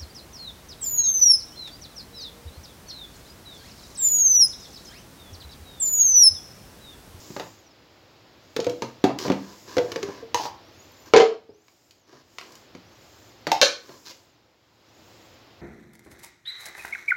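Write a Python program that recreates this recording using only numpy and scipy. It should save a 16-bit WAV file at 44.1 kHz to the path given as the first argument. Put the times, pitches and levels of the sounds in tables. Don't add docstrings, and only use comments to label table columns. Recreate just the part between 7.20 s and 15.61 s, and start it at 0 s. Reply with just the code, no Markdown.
import sys
import numpy as np
from scipy import signal
from scipy.fft import rfft, irfft
from scipy.io import wavfile
from scipy.ndimage import uniform_filter1d, minimum_filter1d

SR = 44100
rng = np.random.default_rng(int(sys.argv[2]) if len(sys.argv) > 2 else 0)


def materialize(psi):
    bounded = np.clip(np.atleast_2d(psi).T, -1, 1)
    quanta = np.round(bounded * 32767).astype(np.int16)
    wavfile.write(sys.argv[1], SR, quanta)


N = 370881
TIME_S = np.arange(N) / SR

# (frequency [Hz], relative density [dB])
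HUSH_SPECTRUM = [(18, -54), (30, -15), (48, -9), (108, 4.5), (145, -5), (234, -3.5), (345, 1), (433, -5.5),
                 (485, -2), (1660, -11.5), (4050, -13), (5090, -14), (7000, -29), (9000, -26.5),
                 (16000, -20)]
HISS_SPECTRUM = [(2000, -26.5), (4200, -13.5), (5000, 1.5), (6000, -3.5), (7200, 5), (9000, -1.5),
                 (16000, -0.5)]
# (time [s], level [dB])
HUSH_LEVEL = [(0, -49.5), (.45, -55), (2.6, -51), (3.7, -51.5), (4.3, -55), (6.9, -51.5), (7.55, -58),
              (7.97, -51.5), (8.41, -53)]
# (start [s], end [s], top pitch [Hz], whistle [dB], hiss [dB])
SWELLS = [(-.5, 0.545, 9000, -60, -44), (1.13, 1.896, 7900, -70, -57.5), (1.9, 3.1, 10000, -74, -48.5),
          (3.39, 4.099, 7100, -60.5, -63), (4.29, 4.911, 8400, -58.5, -54), (4.92, 5.55, 9000, -66, -53),
          (5.59, 6.324, 7400, -63, -58.5), (6.4, 7.206, 10000, -61, -46), (7.62, 8.32, 7900, -67.5, -60.5)]
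# (start [s], end [s], scratch [dB], drone [dB])
SLIDES = [(0, 0.194, -56, -61), (1.975, 2.1, -36.5, -37), (2.09, 2.404, -54, -51.5),
          (2.453, 2.604, -45.5, -45), (2.6, 3.07, -52.5, -44.5), (3.14, 3.302, -37.5, -45),
          (3.85, 3.898, -53, -52.5), (4.85, 5.04, -51, -48.5), (5.183, 5.41, -60.5, -52.5),
          (6.607, 6.81, -50.5, -49), (6.843, 6.928, -35.5, -46.5)]
# (centre [Hz], width [Hz], level [dB])
DRONE_BANDS = [(390, 200, 4), (1010, 99, 3), (1580, 160, -6.5), (2830, 83, -20)]
# (time [s], ring [dB], pitch [ratio], click [dB])
BASE_BUMPS = [(.103, -31, 0.61, -36), (.1645, -23.5, 1.01, -22), (.197, -23, 1.58, -19),
              (1.621, -20, 1.12, -15), (1.8405, -9.5, .99, -10), (1.8935, -19.5, 1.2, -32),
              (2.051, -18.5, 1.25, -28), (2.080, -18.5, 0.97, -18.5), (2.1005, -12, 0.93, -15),
              (2.119, -23, 1.3, -17), (2.886, -28.5, 1, -39), (4.93, -32, 1.22, -40),
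              (5.55, -37, 0.87, -33), (6.269, -18.5, 1.48, -11.5), (6.692, -28.5, 1.22, -29)]
HOLLOW_KNOCKS = [(1.364, -22, 0.92, -11.5), (1.391, -16.5, 0.97, -34), (1.4665, -13.5, 1.025, -19),
                 (2.568, -9, .99, -13.5), (2.582, -8.5, 1.035, -10.5), (2.7185, -30.5, 0.96, -17),
                 (2.7595, -20, 0.97, -16.5), (2.829, -22.5, .84, -16.5), (3.026, -31.5, 0.96, -62),
                 (4.292, -28, 0.88, -53)]
WALL_CLACKS = [(1.8415, -20.5, 0.86, -14), (3.1445, -20, 0.99, -8.5), (3.198, -31, 0.91, -42),
               (3.254, -27.5, 0.99, -29), (6.317, -17, 0.92, -6)]
FOOT_LANDING = [(3.9365, 3, 0.99, -0.5), (3.963, 0.5, 0.99, 6.5), (3.9995, 0, 0.98, 1)]
RIM_CLATTER = [(6.4145, -4, 0.98, 7), (6.4286, -3.5, 1, -5.5), (6.908, -39.5, 1, -33)]
# (frequency [Hz], level [dB], T60 [s])
BASE_MODES = [(111.5, -14.5, .39), (209.3, -12, .42), (245, -11, .19), (291.8, -.5, .09), (325.8, -7, .12),
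              (384, -2, .1), (481, -10, .18), (559, -7, .16), (813, -11, .1), (895, -13, .06),
              (1550, -21, .06)]
HOLLOW_MODES = [(116, -19.5, 0.27), (174.4, -18.5, 0.21), (308, -16, 0.059), (370.6, 2, 0.028),
                (475.7, -1.5, 0.31), (504, -16, 0.23), (507, -13.5, 0.11), (694, -29, 0.34),
                (899, -21.5, 0.27)]
WALL_MODES = [(113, -23.5, .17), (352, -17.5, .18), (486, -9, .2), (604, -11.5, .16), (803, -14, .4),
              (870, -1, .3), (961, -1, .3), (1025, -12.5, .4), (1850, -19, .18)]
FOOT_MODES = [(205, -17, .33), (345, -12, .27), (427, -5, .3), (459, -2, .33), (478, -8, .3),
              (560, -11, .25), (770, -11, .26), (860, -16, .2), (1017, -17, .18), (1284, -22, .22),
              (2122, -20, .2), (2220, -20, .2), (3068, -29, .15), (4250, -25, .1), (4550, -26, .1)]
RIM_MODES = [(340, -21.5, 0.41), (486, -16.5, 0.51), (538, -7, 0.23), (563, -3, 0.14), (1520, -15.5, 0.41),
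             (1590, -14.5, 0.21), (2700, -22, 0.13), (2760, -6.5, 0.17), (3690, -11, 0.1),
             (3730, -6.5, .15), (4100, -10, .18), (4780, -19, .22), (5800, -20, .15)]
# (time [s], click [dB], brightness [Hz])
TICKS = [(1.402, -20, 6030), (1.4445, -22.5, 6000), (1.496, -21.5, 6000), (1.9875, -16, 9350),
         (4.482, -30.5, 3000), (4.709, -29, 14000), (5.1845, -14.5, 3550), (5.212, -22.5, 4000),
         (5.321, -36, 16100), (5.354, -31, 15800)]
# (frequency [Hz], T60 [s])
KITCHEN_T60 = [(100, 0.58), (500, 0.33), (2000, 0.32), (5000, .32), (16000, 0.24)]


def from_db(db):
    return 10 ** (np.asarray(db) / 20)


def unit_rms(x):
    return x / np.sqrt(np.mean(x ** 2) + 1e-20)


def at_hz(points, hz):
    known_hz, values = np.transpose(points)
    return np.interp(np.log(np.maximum(hz, 1)), np.log(known_hz), values)


def butter(x, hz, kind, order=2):
    sos = signal.butter(order, np.clip(hz, 10, .45 * SR), kind, fs=SR, output="sos")
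    return signal.sosfilt(sos, x)


def add(track, at_s, sound):
    start = max(round(at_s * SR), 0)
    track[start:start + len(sound)] += sound[:N - start]


def coloured_noise(spectrum):
    gain = from_db(at_hz(spectrum, np.fft.rfftfreq(N, 1 / SR)))
    return unit_rms(irfft(rfft(rng.standard_normal(N)) * gain, N))


def slow_noise(hz):
    return unit_rms(butter(rng.standard_normal(N), hz, "low"))


def arch(start_s, end_s):
    along = np.clip((TIME_S - start_s) / (end_s - start_s), 0, 1)
    return 4 * along * (1 - along)


def kitchen(x, build_s=.0016):
    t = TIME_S[:SR * 3 // 5]
    noise, hz = rfft(rng.standard_normal(len(t))), np.fft.rfftfreq(len(t), 1 / SR)
    edges_hz = np.geomspace(45, 23040, 10)
    tail = np.zeros(len(t))
    for low, high in zip(edges_hz, edges_hz[1:]):
        band = irfft(noise * (hz >= low) * (hz < high), len(t))
        tail += band * from_db(-60 * t / at_hz(KITCHEN_T60, np.sqrt(low * high)))
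    tail *= 1 - np.exp(-t / build_s)
    return signal.fftconvolve(x, tail / np.linalg.norm(tail))[:N]


def hush():
    return from_db(np.interp(TIME_S, *np.transpose(HUSH_LEVEL))) * coloured_noise(HUSH_SPECTRUM)


def hiss(rest_db=-63, full_at=.93, power=3.2):
    swells = sum(from_db(db) * np.minimum(arch(start_s, end_s) / full_at, 1) ** power
                 for start_s, end_s, *_, db in SWELLS)
    return (from_db(rest_db) + swells) * coloured_noise(HISS_SPECTRUM)


def whistles(foot_hz=4700, width_hz=50, lower_ratio=.87, waver=.014, waver_hz=10, breakup_db=2.5):
    out, rise_hz, level, height = np.zeros((4, N))
    for start_s, end_s, top_hz, db, _ in SWELLS:
        swell = arch(start_s, end_s)
        rise_hz += (top_hz - foot_hz) * swell
        level += from_db(db) * swell ** .2
        height += swell
    pitch_hz = (foot_hz + rise_hz) * (1 + waver * height * slow_noise(waver_hz))
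    for ratio, gain in ((1, 1), (lower_ratio, from_db(-3) * height)):
        phase = 2 * np.pi * np.cumsum(ratio * pitch_hz) / SR
        fundamental = slow_noise(width_hz) * np.sin(phase)
        octave = from_db(3) * height * slow_noise(width_hz) * np.sin(2 * phase)
        out += gain * from_db(breakup_db * slow_noise(waver_hz)) * (fundamental + octave)
    return level * out


def slides(slips_per_s=3500, spread_db=4, squeak_hz=(3900, 5600), body_db=-6, room_db=-6):
    scratch_level, drone_level = np.zeros((2, N))
    for start_s, end_s, scratch_db, drone_db in SLIDES:
        stroke = signal.windows.tukey(max(round((end_s - start_s) * SR), 2), .5)
        add(scratch_level, start_s, from_db(scratch_db) * stroke)
        add(drone_level, start_s, from_db(drone_db) * stroke)
    slips = (rng.random(N) < slips_per_s / SR) * rng.choice([-1, 1], N)
    slips = slips * from_db(spread_db * np.minimum(rng.exponential(1, N), 4))
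    scratch = butter(slips, squeak_hz, "band", order=1) + from_db(body_db) * butter(slips, 600, "high")
    drone = sum(from_db(db) * butter(slips, (hz - width / 2, hz + width / 2), "band", order=1)
                for hz, width, db in DRONE_BANDS)
    rub = scratch_level * unit_rms(scratch) + drone_level * unit_rms(drone)
    return rub + from_db(room_db) * kitchen(rub)


def rings(blows, modes, clunk_hz, clunk_db, clunk_t60_s, rise_s, early_db, early_s, tone_room_db):
    tones, clunks = np.zeros((2, N))
    t = TIME_S[:SR // 2]
    hz, mode_db, t60_s = np.transpose(modes)[:, :, None]
    swing = (1 - np.exp(-t / rise_s)) * (1 + from_db(early_db) * np.exp(-t / early_s)) / 2
    scatter_db = 3.5 * rng.standard_normal((len(blows), len(modes), 1))
    for (at_s, ring_db, pitch, *_), offset_db in zip(blows, scatter_db):
        partials = np.sin(2 * np.pi * pitch * hz * t) * from_db(mode_db + offset_db - 60 * t / t60_s)
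        add(tones, at_s, from_db(ring_db) * swing * partials.sum(axis=0))
        crowd = unit_rms(butter(rng.standard_normal(len(t)), pitch * np.array(clunk_hz), "band"))
        add(clunks, at_s, crowd * from_db(ring_db + clunk_db - 60 * t / clunk_t60_s))
    sound = tones + clunks + kitchen(from_db(tone_room_db) * tones + clunks)
    return butter(sound, 81, "high", order=3)


def clicks(contacts, t60_s, low_hz, room_db):
    out, t = np.zeros(N), TIME_S[:SR // 10]
    for at_s, *_, click_db, bright_hz in contacts:
        burst = rng.standard_normal(len(t)) * from_db(click_db - 60 * t / t60_s)
        add(out, at_s, butter(burst, (bright_hz ** 2 / 90000, bright_hz), "band", order=1))
    out = butter(out + 1e-18, low_hz, "high", order=1)
    out = butter(out, 90, "high")
    return out + from_db(room_db) * kitchen(out)


def hardness(blows, ref_hz, db_per_octave=25):
    return [(at_s, click_db, min(ref_hz * 2 ** ((click_db - ring_db) / db_per_octave), SR / 3))
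            for at_s, ring_db, _, click_db in blows]


def bounces(blows, hits, gap_s, ring_loss_db, click_loss_db, shrink=.9):
    return [(at_s + gap_s * sum(shrink ** j for j in range(k)),
             ring_db - k * ring_loss_db, pitch, click_db - k * click_loss_db)
            for at_s, ring_db, pitch, click_db in blows for k in range(hits)]


def bumps():
    ring = rings(BASE_BUMPS, BASE_MODES, clunk_hz=(200, 850), clunk_db=-7, clunk_t60_s=.034,
                 rise_s=.002, early_db=2, early_s=.0068, tone_room_db=-11.5)
    return ring + clicks(hardness(BASE_BUMPS, ref_hz=2420), t60_s=.029, low_hz=300, room_db=-4.5)


def knocks():
    ring = rings(HOLLOW_KNOCKS, HOLLOW_MODES, clunk_hz=(280, 560), clunk_db=-11.5, clunk_t60_s=.11,
                 rise_s=.0033, early_db=6.5, early_s=.0114, tone_room_db=-13.5)
    return ring + clicks(hardness(HOLLOW_KNOCKS, ref_hz=3200), t60_s=.03, low_hz=634, room_db=-8)


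def ticks():
    return clicks(TICKS, t60_s=.02, low_hz=690, room_db=-4)


def clacks():
    ring = rings(WALL_CLACKS, WALL_MODES, clunk_hz=(780, 1080), clunk_db=-4, clunk_t60_s=.087,
                 rise_s=.00074, early_db=8.5, early_s=.012, tone_room_db=-10.5)
    return ring + clicks(hardness(WALL_CLACKS, ref_hz=4800), t60_s=.021, low_hz=900, room_db=-4)


def landing():
    blows = bounces(FOOT_LANDING, hits=3, gap_s=.0088, ring_loss_db=2, click_loss_db=3)
    ring = rings(blows, FOOT_MODES, clunk_hz=(380, 950), clunk_db=-8, clunk_t60_s=.047,
                 rise_s=.0028, early_db=6, early_s=.01, tone_room_db=-17.5)
    click = clicks(hardness(blows, ref_hz=3200), t60_s=.036, low_hz=500, room_db=-5)
    return butter(ring + butter(click, 6000, "low"), 180, "high")


def clatter():
    blows = bounces(RIM_CLATTER, hits=2, gap_s=.0075, ring_loss_db=9, click_loss_db=15.5)
    ring = rings(blows, RIM_MODES, clunk_hz=(430, 680), clunk_db=-14.5, clunk_t60_s=.05,
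                 rise_s=.0015, early_db=8, early_s=.003, tone_room_db=-14.5)
    click = clicks(hardness(blows, ref_hz=5200), t60_s=.018, low_hz=1200, room_db=3.5)
    return ring + butter(click, 10500, "low")


def gain_control(x, depth_db=9, hold_s=.95, release_db_per_s=18):
    over_db = np.clip(20 * np.log10(np.abs(x[0]) + 1e-9), 0, depth_db)
    half_hold = int(hold_s * SR / 2)
    held_db = -minimum_filter1d(-over_db, 2 * half_hold + 1, origin=half_hold, mode="constant")
    ramp_db = release_db_per_s * TIME_S
    duck_db = np.maximum.accumulate(held_db + ramp_db) - ramp_db
    return x * from_db(-uniform_filter1d(duck_db, size=64))


def scene():
    jugs = bumps() + knocks() + clacks() + landing() + clatter() + ticks()
    return (jugs + slides() + hush() + hiss() + whistles())[None]


def record(dry):
    shelf = from_db(-10.5) * butter(dry, 11000, "high", order=3)
    ducked = gain_control(butter(dry, 6850, "low", order=10) + shelf)
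    rounded = ducked / (1 + ducked ** 4) ** .25
    lowpass = signal.ellip(10, .1, 80, 16000, fs=SR, output="sos")
    return signal.sosfilt(lowpass, butter(rounded, 35, "high"))


dry = scene()
out = record(dry)
materialize(out)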